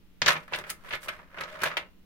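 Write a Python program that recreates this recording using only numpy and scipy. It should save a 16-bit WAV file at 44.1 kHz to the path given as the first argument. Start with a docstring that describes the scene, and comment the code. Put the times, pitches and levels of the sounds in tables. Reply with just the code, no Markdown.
"""Stones in a metal tray

A hand sets a lump of stone down on a heap of others in a metal baking tray, then works a second one loose
and lifts it. Knocks and scrapes are shaped noise in four bands, square hits add decaying sine modes,
the loaded tray rings through resonances, and rubs and thumps stir its floor.
A small room answers with a noise tail over still air and a hum, heard by a close stereo microphone."""
import sys
import numpy as np
from scipy import signal
from scipy.fft import rfft, irfft, next_fast_len
from scipy.io import wavfile

SR = 44100
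rng = np.random.default_rng(int(sys.argv[2]) if len(sys.argv) > 2 else 0)


def store_wav(level_fs):
    """Save 16-bit WAV to argv[1]."""
    pcm = np.round(np.clip(np.atleast_2d(level_fs), -1, 1) * 32767)
    wavfile.write(sys.argv[1], SR, pcm.T.astype(np.int16))


N = 90404  # length [samples]


def amp(db):
    """Decibels to gain."""
    return 10 ** (np.asarray(db) / 20)


def unit(x):
    """Scale to rms 1."""
    return x / np.sqrt(np.mean(x ** 2) + 1e-20)


def decay(t, t60):
    """Exponential ring-out that falls 60 dB in t60 seconds."""
    return np.exp(-np.log(1000) * t / t60)


def along(points, hz):
    """Read a curve of (frequency, value) points on a log frequency axis."""
    f, v = np.transpose(points)
    return np.interp(np.log(hz + 1), np.log(f + 1), v)


def filtered(x, response):
    """Multiply the spectrum of x by a response of frequency, zero-padded against wrap-around."""
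    n = x.shape[-1]
    m = 2 * next_fast_len(n * 3 // 4)
    spectrum = rfft(x, m) * response(np.fft.rfftfreq(m, 1 / SR))
    return irfft(spectrum, m)[..., :n]


def coloured(x, points):
    """Causal (minimum-phase) colour that keeps the power of white noise."""
    def response(hz):
        cepstrum = irfft(np.log(unit(amp(along(points, hz)))))
        # fold the later half onto the earlier one, so nothing sounds ahead of its cause
        cepstrum[1:len(cepstrum) // 2] *= 2
        cepstrum[len(cepstrum) // 2 + 1:] = 0
        return np.exp(rfft(cepstrum))
    return filtered(x, response)


def resonances(x, modes):
    """Sum of band-pass resonances (frequency [Hz], width [Hz], level [dB]) driven by x."""
    def response(f):
        return sum(amp(db) * 1j * f * width / (hz * hz - f * f + 1j * f * width)
                   for hz, width, db in modes)
    return filtered(x, response)


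def add(out, x, s):
    """Mix x into out from time s, trimmed at both ends."""
    i = round(s * SR)
    part = out[:, max(i, 0):max(i + x.shape[1], 0)]
    part += x[:, max(-i, 0):][:, :part.shape[1]]


# colour of the still room air: (frequency [Hz], relative level [dB])
AIR_COLOUR = [(10, 3), (25, -11), (45, -9), (75, -9), (110, -21), (180, -21), (270, -17.5), (450, -26.5),
              (700, -35.5), (3000, -34.5), (8400, -49), (16000, -42)]
AIR_DB, HUM_HZ, HUM_DB = -56, 185.5, -67  # rms levels ahead of the stereo stage


def background():
    """Still room air as coloured noise, and the hum of an appliance as one steady sine."""
    air = unit(coloured(rng.standard_normal((2, N)), AIR_COLOUR))
    hum = np.sqrt(2) * np.sin(2 * np.pi * HUM_HZ * np.arange(N) / SR)
    return amp(AIR_DB) * air + amp(HUM_DB) * hum


# reverberation of the small room: (frequency [Hz], decay by 60 dB [s])
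ROOM_T60 = [(150, 0.34), (500, 0.21), (1500, 0.2), (4000, 0.14), (12000, 0.14)]
ROOM_DB, ROOM_BUILD_S = -8.5, 0.0024


def room(x):
    """A short diffuse tail of decaying noise, the treble dying first."""
    hz, t, z = signal.stft(rng.standard_normal((2, SR // 2)), SR, nperseg=256)
    fading = z * decay(t, along(ROOM_T60, hz)[:, None])
    tail = signal.istft(fading, SR, nperseg=256)[1]
    tail = tail * (1 - np.exp(-np.arange(tail.shape[1]) / SR / ROOM_BUILD_S))
    tail = tail / np.linalg.norm(tail[0])
    return amp(ROOM_DB) * signal.fftconvolve(x, tail, axes=1)[:, :N]


# weight of a lump or of the hand on the tray and table: (time [s], starting level [dB])
THUMP_HITS = [(.218, -39), (.56, -52), (.701, -52), (1.09, -55.5), (1.618, -48)]
# dull colour of the shudder: (frequency [Hz], relative level [dB])
THUMP_COLOUR = [(30, -16), (85, -5.5), (165, 2.5), (230, -4), (400, -0.5), (600, -16.5), (2000, -58)]
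THUMP_T60 = 0.24  # s


def thumps():
    """Weight shakes the tray and the table: a low, dull burst of noise that dies away."""
    out, t = np.zeros((2, N)), np.arange(SR // 2) / SR
    for s, db in THUMP_HITS:
        shudder = unit(coloured(rng.standard_normal((2, len(t))), THUMP_COLOUR))
        add(out, amp(db) * shudder * decay(t, THUMP_T60), s)
    return out


# a stone rubs or rocks on the tray's floor: (time of hardest push [s], rise [s], fall [s], level [dB])
FLOOR_RUBS = [(0.285, 0.011, .03, -25.5), (.528, 0.012, .03, -36.5), (1.435, .06, 0.097, -46),
              (1.555, 0.066, 0.15, -44.5), (1.666, .012, 0.015, -26.5)]
# the floor's resonances under a stone: (frequency [Hz], width [Hz], relative level per pass [dB])
FLOOR_MODES = [(603, 70, 0.5), (1033, 170, -5.5), (1505, 170, -6)]
SWING_DB = 20  # change of level over one rise or fall, for rubs and scrapes


def rubs():
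    """Friction stirs the tray's floor into an unsteady drone for as long as the stone is pushed."""
    t = np.arange(N) / SR
    power = sum(amp(db - SWING_DB * np.maximum((s - t) / rise, (t - s) / fall)) ** 2
                for s, rise, fall, db in FLOOR_RUBS)
    drone = resonances(rng.standard_normal((2, N)), FLOOR_MODES)
    drone = resonances(drone, FLOOR_MODES)  # a second pass narrows the bands
    return np.sqrt(power) * unit(drone)


# modes of the loaded tray: (frequency [Hz], relative level [dB], decay by 60 dB [s])
TRAY_MODES = [(161.6, 5.5, 0.17), (579, -4.5, 0.15), (625.6, 3.5, 0.079), (858, -4.5, 0.35),
              (965, -6.5, .2), (1096, -16.5, 0.15), (1314, 0.5, 0.15), (1505, -16, 0.45),
              (1572, -11.5, 0.12), (1690, -19, 0.088), (2095, 0.5, 0.19), (2770, -4.5, 0.36),
              (3557, -5, 0.077), (4390, -10, 0.2)]
TRAY_DB = -0.5  # trim on all modes


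def tray(x):
    """The sheet metal rings with whatever the stones pass down to it."""
    modes = [(hz, np.log(1000) / (np.pi * t60), db) for hz, db, t60 in TRAY_MODES]
    return amp(TRAY_DB) * resonances(x, modes)


# thud of the stone into the tray: (frequency [Hz], relative level [dB])
THUD_COLOUR = [(30, -20), (90, -12), (170, -6), (240, -13), (420, -3), (590, 1), (740, -10.5), (1020, 2),
               (1400, -8), (3000, -34.5), (16000, -64.5)]
# clack of a middling stone, shifted to each stone's pitch: (frequency [Hz], relative level [dB])
CLACK_COLOUR = [(30, -44), (200, -22.5), (500, -13), (800, -14), (1150, -4), (1600, -2.5), (2200, -4.5),
                (3200, -14), (4500, -27), (7000, -40.5), (16000, -63.5)]
# hard edge of the contact: (frequency [Hz], relative level [dB])
EDGE_COLOUR = [(100, -29), (1500, -31), (3000, 5), (4200, 3.5), (6000, -0.5), (7500, -12), (10000, -41.5),
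               (16000, -45)]
# bright crack: (frequency [Hz], relative level [dB])
CRACK_COLOUR = [(100, -43), (2500, -11), (6000, -7.5), (8000, -2.5), (10500, -3), (13000, -5), (16000, -7)]
CLACK_HZ = 1600  # peak of the unshifted clack


def contact(envelopes, pitch_hz):
    """Noise for thud, clack, edge and crack under four envelopes; stone size sets the clack's pitch."""
    clack = [(hz * pitch_hz / CLACK_HZ, db) for hz, db in CLACK_COLOUR]
    out = 0
    for envelope, colour in zip(envelopes, [THUD_COLOUR, clack, EDGE_COLOUR, CRACK_COLOUR]):
        noise = envelope * rng.standard_normal((2, len(envelope)))
        out = out + np.sqrt(np.mean(envelope ** 2)) * unit(coloured(noise, colour))
    return out


# stone dragged over stone: (time of hardest push [s], rise [s], fall [s], pitch [Hz],
# judder into the tray [dB], grinding [dB], grit [dB])
STONE_SCRAPES = [(.29, 0.038, 0.063, 1880, -40.5, -24.5, -44.5),
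                 (0.373, 0.023, 0.12, 1840, -53.5, -52, -63), (.538, 0.032, 0.012, 1950, -40, -33.5, -54.5),
                 (0.586, 0.038, 0.12, 1460, -46, -40.5, -58.5),
                 (0.699, 0.015, 0.0045, 1950, -58, -38, -44.5), (0.669, 0.013, 0.16, 1610, -56, -53.5, -63),
                 (0.863, 0.087, 0.2, 1410, -56.5, -54, -63.5),
                 (.938, 0.065, 0.041, 1960, -42.5, -34.5, -56.5),
                 (1.041, 0.028, 0.036, 1600, -56, -45.5, -46.5),
                 (1.079, 0.047, 0.051, 1450, -47.5, -45.5, -72), (1.129, 0.024, 0.086, 1500, -64, -46, -62),
                 (1.218, 0.099, 0.059, 1474, -54.5, -52.5, -77),
                 (1.415, 0.1, 0.16, 1500, -47.5, -40.5, -63), (1.51, 0.061, 0.096, 2140, -57, -46.5, -60.5),
                 (1.56, 0.11, 0.056, 1400, -51.5, -48.5, -69.5),
                 (1.624, 0.046, 0.015, 1650, -41, -35, -52.5),
                 (1.668, 0.052, 0.04, 1750, -48.5, -30.5, -49),
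                 (1.727, 0.039, 0.064, 1514, -57, -41.5, -67), (1.803, 0.015, 0.09, 2037, -50, -50.5, -78)]
SLIPS_PER_S, SLIP_SPREAD_DB, SLIP_S = 420, 4, 0.0024  # rate, scatter of size, life of a slip
SCRAPE_EDGE_DB = -5  # hard edge against the mean of grinding and grit


def scrapes():
    """Rough faces catch and slip at random while the push swells and eases."""
    out, t = np.zeros((2, N)), np.arange(-10000, 10000) / SR
    for s, rise, fall, pitch_hz, judder_db, grind_db, grit_db in STONE_SCRAPES:
        push = amp(-SWING_DB * np.maximum(-t / rise, t / fall))
        sizes = amp(SLIP_SPREAD_DB * np.clip(rng.standard_normal(len(t)), -2, 2))
        slips = (rng.random(len(t)) < SLIPS_PER_S / SR) * sizes ** 2
        # each slip leaves a power that dies away
        power = signal.lfilter([1], [1, -np.exp(-1 / (SLIP_S * SR))], slips)
        chatter = unit(np.sqrt(power))
        edge_db = (grind_db + grit_db) / 2 + SCRAPE_EDGE_DB
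        levels = amp([judder_db, grind_db, edge_db, grit_db])
        add(out, contact(levels[:, None] * push * chatter, pitch_hz), s + t[0])
    return out


# square hits that make a whole lump ring with a clear pitch:
# (time [s], pitch [Hz], ring [dB], thud [dB], hard edge [dB], crack [dB])
SQUARE_HITS = [(0.2833, 1658, -9.5, -25.5, -20, -30), (1.6344, 1496, -15, -31, -33, -33),
               (1.6382, 1597, -14.5, -34.5, -33, -34.5)]
# modes of a lump: (frequency [times the pitch], level against the ring [dB], decay by 60 dB [s])
LUMP_MODES = [(.87, -9.5, .028), (1.03, 2, 0.019), (1.3, -13.5, 0.018)]
CLONK_ATTACK_S, CLONK_T60 = 0.00042, 0.037  # rise of the ring, life of the noisy part
CLONK_CLACK_DB = -12  # noisy clack against the ring


def clonks():
    """A square hit rings the lump's few modes for a moment, over a brief crack."""
    out, t = np.zeros((2, N)), np.arange(4096) / SR
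    for s, pitch_hz, ring_db, thud_db, edge_db, crack_db in SQUARE_HITS:
        ring = sum(amp(db) * decay(t, t60) * np.sin(2 * np.pi * ratio * pitch_hz * t)
                   for ratio, db, t60 in LUMP_MODES)
        levels = amp([thud_db, ring_db + CLONK_CLACK_DB, edge_db, crack_db])
        hit = contact(np.sqrt(2) * levels[:, None] * decay(t, CLONK_T60), pitch_hz)
        attack = 1 - np.exp(-t / CLONK_ATTACK_S)
        hit[0] += amp(ring_db) * np.sqrt(2) * ring * attack  # the ring sits in the middle
        add(out, hit, s)
    return out


# stone against stone: (time [s], pitch of the clack [Hz], thud into the tray [dB], clack [dB],
# hard edge [dB], crack [dB])
STONE_KNOCKS = [(.218, 1780, -38.5, -23.5, -22, -47), (0.2609, 1650, -32, -28, -22.5, -40.5),
                (.267, 1760, -46, -23, -33, -40), (.279, 1670, -41, -22, -22, -37),
                (.289, 1780, -32, -23.5, -28, -36), (.304, 1600, -40.5, -22, -29.5, -41),
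                (0.32, 1880, -38, -30.5, -36, -44), (.329, 1810, -46, -45, -41, -41),
                (.356, 1720, -39.5, -34.5, -64, -73), (0.365, 1900, -40, -33.5, -50, -74),
                (0.479, 1290, -73, -45.5, -62, -63), (.523, 1870, -38, -46, -70, -58),
                (.535, 2210, -43, -26.5, -42, -66), (0.547, 2450, -41.5, -30, -44, -51),
                (.559, 2030, -42, -40, -87, -43), (.587, 1630, -43.5, -52, -43.5, -45),
                (.639, 1690, -70, -42, -61, -75), (.701, 1890, -57, -39, -37, -30),
                (.706, 1800, -54.5, -38.5, -43, -40), (0.846, 1320, -68, -48.5, -69, -69),
                (0.8923, 2000, -56, -63, -63, -52.5), (0.908, 1980, -44, -36, -65, -69),
                (0.9252, 2190, -44, -37, -61, -55), (.934, 2130, -52.5, -35, -59, -53.5),
                (.947, 2220, -56, -36, -47, -52), (.9525, 1950, -47, -40.5, -58, -47.5),
                (1.084, 1890, -72, -34, -45.5, -44), (1.088, 1950, -43, -29.5, -43.5, -48.5),
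                (1.191, 1390, -53, -48.5, -76, -78), (1.344, 1350, -64, -44.5, -81, -70.5),
                (1.374, 1390, -56.5, -39.5, -61.5, -71.5), (1.385, 1840, -45.5, -38.5, -52, -66.5),
                (1.4091, 1490, -50, -32.5, -41.5, -45), (1.436, 1630, -42, -38, -41, -61),
                (1.618, 1720, -44, -35.5, -39.5, -42.5), (1.657, 2240, -32, -33, -39.5, -47),
                (1.662, 2080, -35, -35.5, -39.5, -44.5), (1.682, 1550, -45, -39, -44, -51),
                (1.704, 1700, -62, -40, -58, -69), (1.715, 1470, -52, -36, -51.5, -64.5),
                (1.7691, 2110, -41, -24, -38.5, -48), (1.774, 2080, -39, -29.5, -49, -44.5)]
STONE_T60, CHIP_T60 = 0.058, 0.041  # s: ring of a lump (thud, clack), of its edges (edge, crack)
FIRST_S, FIRST_GAIN = 0.00016, 0.27  # the first contact: life, gain against the ring


def knocks():
    """Each blow is a sharp contact and a dense, short ring."""
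    out, t = np.zeros((2, N)), np.arange(4096) / SR
    t60 = np.array([STONE_T60, STONE_T60, CHIP_T60, CHIP_T60])[:, None]
    shape = decay(t, t60) + FIRST_GAIN * np.exp(-t / FIRST_S)
    for s, pitch_hz, *levels_db in STONE_KNOCKS:
        add(out, contact(np.sqrt(2) * amp(levels_db)[:, None] * shape, pitch_hz), s)
    return out


# stereo width: (frequency [Hz], side against mid [dB])
SIDE_WIDTH = [(60, -3.5), (150, -15.5), (330, -2), (550, -10), (1100, -6), (1800, 0), (15000, -1.5)]
# stereo balance: (frequency [Hz], left minus right [dB])
LEFT_LEAN = [(200, 0), (1000, -1), (1700, -3.5), (2700, 2.5), (4200, -2), (6400, 4.5), (10000, -1.5),
             (15000, 3)]
LEFT_LEAD_S = 0.00009  # the stones lie a little to the left


def ports(x):
    """Two close ports: width and balance vary with frequency, and the left one hears slightly sooner."""
    def mid_side(hz):
        side = amp(along(SIDE_WIDTH, hz))
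        return np.array([np.ones_like(hz), side]) / np.sqrt(1 + side ** 2)

    half = np.array([[.5], [-.5]])  # each ear takes half of the difference

    def ears(hz):
        return amp(half * along(LEFT_LEAN, hz)) * np.exp(2j * np.pi * half * hz * LEFT_LEAD_S)

    mid, side = filtered(x, mid_side)  # the two rows are mid and side up to here
    return filtered(np.array([mid + side, mid - side]), ears)


def scene():
    """Stones, tray and room together."""
    stones = knocks() + clonks() + scrapes()
    heap = stones + tray(stones) + rubs() + thumps()
    return ports(heap + room(heap) + background())


OVERLOAD, TOP_HZ = 0.8, 15780  # ceiling of the rounded peaks, band limit


def record(dry):
    """The hardest peaks are rounded off; nothing is kept above the band limit."""
    rounded = dry / (1 + (dry / OVERLOAD) ** 4) ** (1 / 4)
    return filtered(rounded, lambda hz: hz < TOP_HZ)


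dry = scene()
out = record(dry)
store_wav(out)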